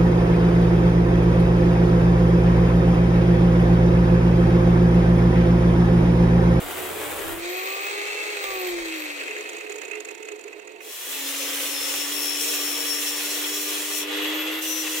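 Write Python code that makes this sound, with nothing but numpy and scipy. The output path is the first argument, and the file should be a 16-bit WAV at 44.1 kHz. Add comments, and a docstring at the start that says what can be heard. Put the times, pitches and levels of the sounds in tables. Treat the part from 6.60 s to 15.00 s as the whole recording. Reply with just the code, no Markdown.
"""Angle grinder cutting and grinding a bolt

In a small workshop, a grinder clamped in a bench stand rasps through a steel bolt, races up once free,
is switched off and coasts down until its gears knock in their backlash and set the stand ringing.
Then, a little further off, it runs again and a bolt is held to the wheel by hand, with one short lift:
the impacts of the grit make a hiss, and chatter of the bolt makes a squeal."""
import sys
import numpy as np
from scipy import signal
from scipy.fft import rfft, irfft
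from scipy.io import wavfile
from scipy.ndimage import uniform_filter1d, map_coordinates

SR = 44100
rng = np.random.default_rng(int(sys.argv[2]) if len(sys.argv) > 2 else 0)


def inscribe(sig):
    """Save sig as 16-bit PCM at rate SR to the path in sys.argv[1].

    A 1-D sig is mono; a 2-D sig holds one channel per row.
    Samples are clipped to [-1, 1] before scaling.
    """
    pcm = np.round(np.clip(np.atleast_2d(sig).T, -1, 1) * 32767)
    wavfile.write(sys.argv[1], SR, pcm.astype(np.int16))


N = 370440
TIME = np.arange(N) / SR

# Spectral envelopes. Each row: frequency in Hz, relative gain in dB.
RASP_SPECTRUM = [(50, -17), (240, -15.5), (300, -3), (390, -1), (600, -5), (950, -8), (1500, -9.5),
                 (2500, -12), (3300, -13), (4300, -21.5), (5600, -25), (7700, -17), (11500, -19.5),
                 (13700, -17), (15700, -17)]
CASE_SPECTRUM = [(300, 5), (410, 2.5), (600, 1.5), (770, 7), (960, -21.5), (1150, 9.5), (1290, -6),
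                 (2200, -9), (3500, 9.5)]
ROOM_SPECTRUM = [(25, -16), (100, -14.5), (180, -11.5), (250, -5.5)]
FREE_GEAR_SPECTRUM = [(250, -28.5), (320, -2.5), (490, 2), (650, -5), (1000, -7.5), (1500, -6.5),
                      (1850, -2.5), (2150, 2.5), (2640, -0.5), (2850, -19), (3120, -6), (3450, -8.5),
                      (4200, -5), (5200, -16), (7500, -9.5), (10500, -23.5), (15500, -20.5)]
CLINK_SPECTRUM = [(900, -4.5), (3000, -5.5), (4200, -10), (5400, -12.5), (6400, -2), (7100, 5.5),
                  (7600, -1), (8200, -16), (8800, -3.5), (9600, -22), (12000, -23), (13300, -16),
                  (15500, -28)]
DRIVEN_GEAR_SPECTRUM = [(220, -25.5), (300, -2), (400, 1.5), (510, 4), (620, -1.5), (820, -5.5),
                        (1200, -2.5), (1450, -3.5), (1950, 0.5), (2700, 0.5), (3350, -0.5), (4800, -16.5),
                        (6800, -12), (10000, -19.5), (15500, -18.5)]
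HISS_SPECTRUM = [(2700, -10), (3300, -17.5), (4000, -4), (4750, -9.5), (5300, -3.5), (6200, -3),
                 (6500, -5.5), (7000, -1), (7700, -4.5), (10200, -5.5), (11000, -5), (12500, -8.5),
                 (14500, -1.5), (15700, -8)]
# Resonances. Each row: frequency in Hz, bandwidth in Hz, relative gain in dB.
HOUSING_MODES = [(2150, 200, -11), (2535, 60, -1), (2660, 45, -2)]
STAND_MODES = [(421, 14, -0.5), (338, 99, -11.5), (671, 32, -14), (900, 13, -14.5)]
DRIVEN_CASE_MODES = [(1184, 26, -9.5), (2003, 34, -4), (2570, 310, -4.5), (2900, 150, -2.5),
                     (3266, 190, -0.5)]
# Tones locked to the shaft. Each row: multiple of the armature speed, relative level in dB.
CUT_SHAFT_ORDERS = [(2, -15), (3, -13)]
FREE_GEAR_ORDERS = [(5, -8), (5.36, -3), (5.57, -4), (6, -5), (6.39, 0)]
GRIND_SHAFT_ORDERS = [(1.341, -11), (1.61, -11), (3, -8.5), (4, -16), (6.37, -4.5), (6.63, -5),
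                      (8.63, -3.5), (11, -21)]
# The machine's response, loudest on the stand's resonance.
# Each row: armature speed in Hz, relative hum level in dB, relative whine level in dB.
SPEED_RESPONSE = [(221, -105, -100), (267, -62, -68), (294, -45.5, -66), (306, -39, -48.5), (346, -31, -69),
                  (360, -30, -44.5), (397, -44, -44), (405, -39, -52)]
# Brief swells. Each row: centre in seconds, half length in seconds, relative level in dB.
DRAUGHT_PUFFS = [(0, .09, -55), (.73, 0.12, -50), (1.518, .025, -66), (1.906, 0.066, -59),
                 (2.196, 0.11, -58), (2.45, .035, -70)]
GEAR_TONE_SWELLS = [(1.26, .04, -38), (1.6, 0.029, -33.5)]
STAND_BOOMS = [(2.706, 0.013, -34.5), (2.803, 0.018, -38), (2.947, 0.012, -43), (2.996, 0.0094, -57),
               (3.038, 0.014, -42), (3.103, 0.03, -40.5), (3.157, 0.011, -42.5), (3.194, 0.0087, -40),
               (3.287, 0.0061, -34.5), (3.323, 0.0086, -37.5), (3.376, 0.046, -38.5), (3.476, 0.0075, -43),
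               (3.517, 0.0093, -40), (3.601, 0.012, -46), (3.663, 0.0069, -43), (3.736, 0.019, -35.5),
               (3.787, 0.014, -52), (3.858, 0.012, -36), (3.991, 0.035, -40), (4.134, 0.0092, -47),
               (4.17, 0.0089, -47)]
# Gear impacts. Each row: time in seconds, clink of the teeth in dB, ring of the housing in dB.
BACKLASH_KNOCKS = [(2.61, -51.0, -32.5), (2.676, -44, -30), (2.707, -44, -32), (2.763, -45.5, -31),
                   (2.782, -44, -41), (2.806, -39.5, -39), (2.853, -52, -34), (2.89, -36, -50),
                   (2.929, -43, -37), (2.965, -41, -50), (2.982, -46, -44), (3.006, -44, -36),
                   (3.063, -53, -37.5), (3.094, -42, -37), (3.119, -40, -56), (3.156, -39.5, -49),
                   (3.181, -42, -40), (3.214, -38, -35), (3.25, -42.0, -44), (3.279, -44, -38),
                   (3.311, -41.5, -33.5), (3.332, -59, -35), (3.352, -43, -36.5), (3.371, -59.5, -45),
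                   (3.401, -39, -44), (3.448, -38.5, -43.0), (3.485, -42.5, -38), (3.507, -41.5, -47),
                   (3.547, -45, -48), (3.577, -47, -45), (3.626, -44, -42), (3.651, -47, -50),
                   (3.684, -41.5, -37), (3.716, -44, -45), (3.758, -48, -52), (3.789, -48, -46),
                   (3.809, -47.5, -55), (3.837, -45.5, -47), (3.878, -49, -42), (3.928, -51, -40),
                   (3.963, -64, -53), (3.994, -50.5, -45), (4.019, -60.5, -48), (4.047, -61, -54),
                   (4.072, -47, -42), (4.116, -53, -61), (4.158, -58, -50), (4.204, -55, -41)]
# The motor during hand grinding. Each row: time in seconds, armature speed in Hz.
GRIND_SPEED = [(4.48, 271), (4.8, 280.6), (5, 282.7), (5.2, 283.8), (5.45, 288), (5.6, 291.3), (6, 291.7),
               (6.2, 293.2), (6.5, 293.7), (7, 298.7), (7.25, 299.6), (7.43, 298), (7.8, 310.5), (8, 314.8),
               (8.12, 314.5), (8.4, 309)]
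# Its unbalance hum. Each row: time in seconds, level in dB.
GRIND_HUM = [(4.48, -57), (4.66, -43), (5.01, -44), (5.33, -46), (5.54, -40.5), (5.72, -42.5),
             (6.05, -40.5), (6.3, -42), (6.75, -43), (6.87, -40), (7.41, -41.5), (7.59, -33), (7.86, -32.5),
             (8.06, -37), (8.4, -36.5)]
# The bolt held to the wheel. Each row: start in seconds, end in seconds, relative hiss level in dB.
BOLT_CONTACTS = [(4.18, 7.458, -32.5), (8.004, 8.453, -33)]
# Pitches of the squeal. Each entry: name of the pitch, chatters per wheel turn.
CHATTERS_PER_TURN = {"low": 69, "main": 70, "high": 71}
# Chatter. Each row: start in seconds, length in seconds, name of the pitch, relative level in dB.
CHATTER_SPELLS = [(4.8, .09, "main", -42.5), (5.11, .36, "main", -39), (5.15, .26, "high", -43),
                  (5.54, .68, "main", -39), (5.54, .27, "low", -39), (5.59, .22, "high", -42),
                  (6, .22, "low", -41.5), (6.27, .12, "main", -37), (6.46, .29, "main", -39),
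                  (6.53, .08, "low", -46), (6.83, .26, "low", -42), (7.02, .08, "high", -43),
                  (7.2, .15, "low", -44), (7.35, .07, "main", -37), (8.07, .15, "main", -35.5),
                  (8.28, .1, "high", -45)]

GEAR_RATIO, PINION_TEETH, WHINE_ORDER = 41 / 11, 11, 39
SURFACE_KEPT = .85  # share of the wheel's surface that outlasts one turn
GRIT_REPEAT, GEAR_REPEAT = .4, .25  # shares of noise power that come round with it
BOLT_GIVES_S, DISC_CLEAR_S, SWITCH_OFF_S = .579, .878, 1.714
LOADED_HZ, FREE_HZ = 271.9, 429.9  # armature speeds
SPIN_UP_S, COAST_S, HUM_RECOVER_S = .412, 2.311, .23  # time constants
RASP_DB, THRUM_DB, THRUM_HZ, HUM_DAMPED_DB = -44, -55, 89, -11
CLATTER_DB, CLATTER_KNEE_HZ, CLATTER_DB_PER_OCTAVE, FREE_TONES_DB = -36, 280, 11, -46.5
LULL_HZ, LULL_WIDTH_HZ, LULL_DB, HOUSING_FAST_DB = 343, 13, -13, -1.5
STAND_START_S, STAND_DB, STAND_DB_PER_S = 2.6, -43.5, -2
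KNOCK_RISE_S, CLINK_DECAY_S, HOUSING_DECAY_S = .0035, .0055, .011
COAST_END_S, COAST_FADE_S, GRIND_START_S, GRIND_FADE_S = 4.33, .028, 4.2, .6
ROAR_DB, LIFT_BOOST_DB, DRONE_DB = -35, 3.5, -47
TOP_HZ = 15800


def undb(db):
    """Amplitude ratio for a level in dB."""
    return 10 ** (np.asarray(db) / 20)


def unit(x):
    """Normalisation to rms 1."""
    return x / np.sqrt(np.mean(x ** 2))


def band_unit(x, band_hz):
    """Normalisation that gives the mean of both channels rms 1 within a band."""
    bandpass = signal.butter(6, band_hz, "band", fs=SR, output="sos")
    return x / np.std(signal.sosfilt(bandpass, x.mean(axis=0)))


def curve(rows):
    """Linear interpolation of (seconds, value) rows."""
    return np.interp(TIME, *np.transpose(rows))


def gate(start, end, attack, release):
    """Trapezoidal envelope; all times in seconds."""
    return np.clip(np.minimum((TIME - start) / attack, (end - TIME) / release), 0, 1)


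def swell(rows, edge_s):
    """Envelope through (seconds, dB) rows, fading to silence outside their span."""
    inside = np.minimum(TIME - rows[0][0], rows[-1][0] - TIME)
    return undb(curve(rows)) * np.clip(1 + inside / edge_s, 0, 1)


def bumps(rows):
    """Envelope made of Gaussian swells."""
    return sum(undb(db) * np.exp(-np.minimum(((TIME - s) / half) ** 2, 50)) for s, half, db in rows)


def walk(rate):
    """Random modulation of rms 1, gliding to a new value `rate` times a second."""
    hold = max(int(SR / rate), 1)
    return unit(uniform_filter1d(rng.standard_normal(N // 20)[np.arange(N) // hold], hold))


def colour(x, points):
    """Minimum-phase filter through (Hz, dB) points, falling steeply beyond the ends."""
    hz, db = np.transpose(points)
    octave, known = np.log2(np.maximum(np.fft.rfftfreq(N, 1 / SR), 1)), np.log2(hz)
    outside = np.maximum(known[0] - octave, 0) + np.maximum(octave - known[-1], 0)
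    gain_db = np.interp(octave, known, db) - 30 * np.minimum(outside, 2)
    cepstrum = irfft(np.log(undb(gain_db)), N)
    cepstrum[1:N // 2] *= 2  # folding the cepstrum makes the filter causal
    cepstrum[N // 2 + 1:] = 0
    return irfft(rfft(x) * np.exp(rfft(cepstrum)), N)


def ring(x, modes):
    """Modal superposition: x drives parallel resonators."""
    return sum(undb(db) * signal.lfilter(*signal.iirpeak(hz, hz / width, fs=SR), x)
               for hz, width, db in modes)


def shifting_bands(x, centres_hz, depth_db, rate):
    """Independent amplitude modulation makes broad bands swell and sink."""
    return x + sum(ring(x, [(hz, hz / 4, 0)]) * (undb(depth_db * walk(rate)) - 1) for hz in centres_hz)


def workshop(x, wet_db, t60=.095):
    """Reverberation: dense reflections from bench and walls, shifting as the hands move."""
    t = np.arange(SR // 6) / SR
    wet, drift = 0, 1.2 * walk(3)
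    for share in np.cos(drift), np.sin(drift):
        tail = rng.standard_normal((2, len(t))) * undb(-60 * t / t60) * (t > .001)
        tail /= np.sqrt(np.sum(tail ** 2, axis=1, keepdims=True))
        wet = wet + share * signal.fftconvolve(np.atleast_2d(x), tail, axes=1)[:, :N]
    return (x + undb(wet_db) * wet) / np.sqrt(1 + undb(2 * wet_db))


def pan(db):
    """Channel gains for a level difference, left minus right."""
    return undb(np.array([[.5], [-.5]]) * db)


def spread_noise(width):
    """Partial coherence of a wide source: common noise plus each channel's own."""
    return unit(rng.standard_normal(N) + width * rng.standard_normal((2, N)))


def turns(speed):
    """Revolutions so far, the integral of speed."""
    return np.cumsum(speed) / SR


def tones(turn, orders, blur, rate):
    """Sinusoids at multiples of a rotation, each wandering in phase by `blur` radians rms."""
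    return sum(undb(db) * np.sqrt(2) * np.sin(2 * np.pi * order * turn + blur * walk(rate))
               for order, db in orders)


def surface_noise(wheel, share, size=512):
    """Quasi-periodic noise: a share recurs with each wheel turn, slowly wearing into a new pattern."""
    fresh = rng.standard_normal((N // 400, size))
    surface = signal.lfilter([1], [1, -SURFACE_KEPT], fresh, axis=0).ravel()
    recurring = unit(map_coordinates(surface, [wheel * size], mode="wrap"))
    return np.sqrt(share) * recurring + np.sqrt(1 - share) * rng.standard_normal(N)


def wheel_noise(turn, share, width):
    """Surface noise from a wide source, partly coherent between the channels."""
    common, left, right = (surface_noise(turn / GEAR_RATIO, share) for _ in range(3))
    return unit(common + width * np.array([left, right]))


def cut_speed():
    """Exponential relaxation: freed of the cut the armature races up; switched off, friction slows it."""
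    freed_s = np.clip(TIME, BOLT_GIVES_S, SWITCH_OFF_S) - BOLT_GIVES_S
    powered = FREE_HZ - (FREE_HZ - LOADED_HZ) * np.exp(-freed_s / SPIN_UP_S)
    return powered * np.exp(-np.maximum(TIME - SWITCH_OFF_S, 0) / COAST_S)


def in_cut():
    """Contact envelope: 1 while the disc is in the bolt, 0 once it is clear."""
    return np.clip((DISC_CLEAR_S - TIME) / .15, 0, 1)


def grit(turn, bite_db, grain_db, flicker_db=.83):
    """Abrasion: countless grains tear chips, and the wheel's high side bites harder once a turn."""
    grains = wheel_noise(turn, GRIT_REPEAT, width=1.15) * undb(grain_db * rng.standard_normal(N))
    return grains * undb(bite_db * np.sin(2 * np.pi * turn / GEAR_RATIO) + flicker_db * walk(30))


def cutting():
    """Abrasion of the bolt makes a broadband rasp and forces a low thrum from the stand."""
    rasp = colour(grit(turns(cut_speed()), bite_db=.48, grain_db=4.2), RASP_SPECTRUM)
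    rasp = band_unit(workshop(rasp, wet_db=-9), (9000, 13000))
    thrum = tones(THRUM_HZ * TIME, [(1, 0)], blur=.5, rate=30) * undb(1.3 * walk(28))
    return (rasp * undb(RASP_DB) * pan(.65) + workshop(thrum, wet_db=-5) * undb(THRUM_DB)) * in_cut()


def motor(speed, hum_gain, shaft_gain, whine_gain, orders, blur, fray):
    """Rotating unbalance hums, the case filters rougher shaft tones, and the commutator whines."""
    turn = turns(speed)
    hum = tones(turn, [(1, .0068)], blur=.14, rate=30) * hum_gain * undb(.66 * walk(25))
    shaft = colour(tones(turn, orders, blur, rate=45) * shaft_gain, CASE_SPECTRUM)
    shaft = workshop(shaft, wet_db=-5)
    whine = tones(turn, [(WHINE_ORDER, 0)], fray, rate=240) * whine_gain * undb(4.4 * fray * walk(60))
    return hum + shaft + workshop(whine, wet_db=-.64) * pan(12)


def cutting_motor():
    """Forced vibration: hum and whine swell as the speed sweeps through the machine's resonances."""
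    speed = cut_speed()
    hz, hum_db, whine_db = np.transpose(SPEED_RESPONSE)
    hum, whine = undb(np.interp(speed, hz, hum_db)), undb(np.interp(speed, hz, whine_db))
    cut_damping = undb(HUM_DAMPED_DB * np.exp(-np.maximum(TIME - BOLT_GIVES_S, 0) / HUM_RECOVER_S))
    shaft = gate(.64, 2.32, .062, .2) * undb(-34)  # sings while the wheel runs fast and free
    fray = .42 + .96 * np.clip((TIME - 2.05) / .3, 0, 1)  # the whine breaks up as the motor slows
    return motor(speed, hum * cut_damping, shaft, whine, CUT_SHAFT_ORDERS, blur=.5, fray=fray) * pan(-.55)


def draught_and_room():
    """Turbulence: the wheel's draught buffets in low gusts over the room's faint rumble."""
    gusts = unit(colour(rng.standard_normal((2, N)), [(20, 11), (50, -5), (110, -13), (240, -14)]))
    room = unit(workshop(colour(spread_noise(.31), ROOM_SPECTRUM), wet_db=-9))
    draught = in_cut() * undb(-70) + bumps(DRAUGHT_PUFFS)
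    return gusts * draught * undb(6) + room * undb(-76 + 2.9 * grind_fade())


def gear_mesh(turn, scatter_db, fan):
    """An impulse train, one uneven impact per pinion tooth, over the rush of the fan."""
    hits = np.diff(np.floor(turn * PINION_TEETH), prepend=0) * spread_noise(1.32)
    return unit(hits * undb(scatter_db * walk(250))) + fan * wheel_noise(turn, GEAR_REPEAT, width=1.09)


def gear_clatter():
    """Impact excitation: unloaded teeth clatter in the housing, more quietly as they slow."""
    speed = cut_speed()
    hits = gear_mesh(turns(speed), scatter_db=2, fan=.89)
    # the housing rings in spurts as the play in the gears opens and closes
    spurts = ring(colour(spread_noise(.63), [(2000, 0), (3600, 0)]), HOUSING_MODES) * undb(1.5 * walk(35))
    # it rings less as the speed passes the stand's resonance, and somewhat less above it
    lull_db = LULL_DB * np.exp(-((speed - LULL_HZ) / LULL_WIDTH_HZ) ** 2)
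    spurts = spurts * undb(11.5 + lull_db + HOUSING_FAST_DB * (speed > LULL_HZ))
    clatter = colour(hits, FREE_GEAR_SPECTRUM) + spurts
    # slower teeth strike softer, so the treble goes first
    slow = np.clip((TIME - 2.3) / .97, 0, 1)
    soft = colour(clatter, [(300, 11), (600, 1.5), (1100, -.5), (2700, -2), (4500, -4.5), (15500, -2.5)])
    clatter = band_unit(workshop(clatter * (1 - slow) + soft * slow, wet_db=-10), (1800, 3300))
    level_db = CLATTER_DB + CLATTER_DB_PER_OCTAVE * np.minimum(np.log2(speed / CLATTER_KNEE_HZ), 0)
    level_db = level_db + slow * (1.5 * walk(70) - 6)
    return clatter * gate(.75, COAST_END_S, .097, COAST_FADE_S) * undb(level_db)


def gear_tones():
    """Free gears whine at multiples of their speed; the strongest tone swells on housing resonances."""
    turn = turns(cut_speed())
    cluster = sum(tones(turn, [order], blur=.6, rate=70) * undb(2.5 * walk(40))
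                  for order in FREE_GEAR_ORDERS)
    cluster = cluster * gate(.85, 1.95, .15, .27) * undb(FREE_TONES_DB)
    strongest = tones(turn, FREE_GEAR_ORDERS[-1:], blur=.5, rate=70) * bumps(GEAR_TONE_SWELLS)
    return workshop(cluster + strongest, wet_db=-12)


def stand_ringing():
    """Resonance: the coasting rattle excites the stand's modes, and at times the main one booms."""
    rattle = colour(spread_noise(.42), [(280, -9.5), (350, -1.5), (1000, -1.5)])
    shake = gate(STAND_START_S, COAST_END_S, .012, COAST_FADE_S)
    shake = shake * undb(STAND_DB + STAND_DB_PER_S * (TIME - STAND_START_S))
    booms = tones(STAND_MODES[0][0] * TIME, [(1, 0)], blur=1.1, rate=25) * bumps(STAND_BOOMS)
    return unit(ring(rattle, STAND_MODES)) * shake + booms


def backlash_knocks():
    """Backlash: the coasting wheel throws the gears across their play; teeth clink, the housing rings."""
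    clink_gain, housing_gain = np.zeros(N), np.zeros(N)
    for s, clink_db, housing_db in BACKLASH_KNOCKS:
        near = slice(int((s - .03) * SR), int((s + .12) * SR))
        since_peak = TIME[near] - s - .004
        rise = np.exp(-(np.minimum(since_peak, 0) / KNOCK_RISE_S) ** 2)
        age = np.maximum(since_peak, 0)
        clink_gain[near] += undb(clink_db) * rise * np.exp(-(age / CLINK_DECAY_S) ** 2)
        housing_gain[near] += undb(housing_db) * rise * np.exp(-age / HOUSING_DECAY_S)
    clink = band_unit(colour(spread_noise(3.8), CLINK_SPECTRUM), (5500, 9500))
    housing = ring(spread_noise(1), HOUSING_MODES)
    housing = colour(housing, [(300, 0), (1500, 7), (2600, .5), (4200, -29), (6000, -3)])
    return clink * clink_gain * pan(2) + band_unit(housing, (1900, 3000)) * housing_gain


def grind_fade():
    """Envelope that fades the hand grinding in."""
    return np.clip((TIME - GRIND_START_S) / GRIND_FADE_S, 0, 1) ** .7


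def lifted():
    """Envelope that is 1 while the hand holds the bolt off the wheel."""
    return gate(BOLT_CONTACTS[0][1], BOLT_CONTACTS[1][0], .055, .008)


def grinding_motor():
    """Forced vibration under light load: the motor whines most in the lift; the stand briefly drones."""
    speed, hum = curve(GRIND_SPEED), swell(GRIND_HUM, edge_s=.039)
    drone = tones(turns(speed) / GEAR_RATIO, [(5, 0)], blur=.3, rate=20)
    drone = drone * gate(6.78, 7.7, .084, .1) * undb(DRONE_DB)
    whine = lifted() * undb(-43.5) + (1 - lifted()) * grind_fade() * undb(-55.5)
    shaft = hum * undb(-3.5)
    return motor(speed, hum, shaft, whine, GRIND_SHAFT_ORDERS, blur=.45, fray=.38) + drone


def driven_gears():
    """Tooth impacts and fan noise excite fluttering case modes; the gears rattle harder in the lift."""
    hits = gear_mesh(turns(curve(GRIND_SPEED)), scatter_db=1.7, fan=1.14) * undb(.5 * walk(30))
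    flutter = sum(ring(hits, [mode]) * undb(4 * walk(60)) for mode in DRIVEN_CASE_MODES)
    roar = colour(hits, DRIVEN_GEAR_SPECTRUM) + flutter * undb(.5)
    roar = band_unit(workshop(roar, wet_db=-5), (1500, 3600))
    return roar * grind_fade() * undb(ROAR_DB + LIFT_BOOST_DB * lifted() + .5 * walk(9.4))


def grinding_hiss():
    """Abrasion: grit hisses on the bolt as long as the hand presses it to the wheel."""
    hiss = colour(grit(turns(curve(GRIND_SPEED)), bite_db=.25, grain_db=3), HISS_SPECTRUM)
    hiss = shifting_bands(hiss, (4000, 6800, 9000, 11500, 14500), depth_db=1.1, rate=9)
    hiss = band_unit(workshop(hiss, wet_db=-2), (6500, 15000))
    pressure = sum(gate(start, end, .025, .055) * undb(db) for start, end, db in BOLT_CONTACTS)
    return hiss * pressure * grind_fade() * undb(.4 * walk(12) - .5) * pan(.96)


def bolt_squeal(edge_s=.055, octave_db=-10.5):
    """Chatter: the bolt vibrates on the wavy wheel a whole number of times a turn, hopping in count."""
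    wheel = turns(curve(GRIND_SPEED)) / GEAR_RATIO
    squeal = 0
    for name, count in CHATTERS_PER_TURN.items():
        spells = sum(gate(start - edge_s, start + length + edge_s, edge_s, edge_s) ** 2 * undb(db)
                     for start, length, pitch, db in CHATTER_SPELLS if pitch == name)
        # a thin tone with a close pair an octave up
        partials = [(count, 0), (2 * count - 1, octave_db), (2 * count + 1, octave_db)]
        squeal = squeal + tones(wheel, partials, blur=.5, rate=70) * undb(2.4 * walk(50)) * spells
    return workshop(squeal, wet_db=-14) * undb(-4) * pan(17)


def scene():
    """Superposition: the cut and coast-down to the right, then the hand grinding straight ahead."""
    grinder = cutting_motor() + gear_clatter() + gear_tones() + stand_ringing() + backlash_knocks()
    left, right = grinder * pan(-7 * np.clip((TIME - 2.65) / .5, 0, 1))  # the rattle moves to the right
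    left = np.roll(left, 15)  # sound from the right arrives here a third of a millisecond later
    cut_and_coast = np.array([left, right]) + cutting()
    hand_grinding = grinding_motor() + driven_gears() + grinding_hiss() + bolt_squeal()
    return cut_and_coast + hand_grinding + draught_and_room()


def record(dry):
    """Band limiting: an elliptic low-pass cuts the top steeply."""
    return signal.sosfilt(signal.ellip(12, .2, 80, TOP_HZ, fs=SR, output="sos"), dry)


dry = scene()
out = record(dry)
inscribe(out)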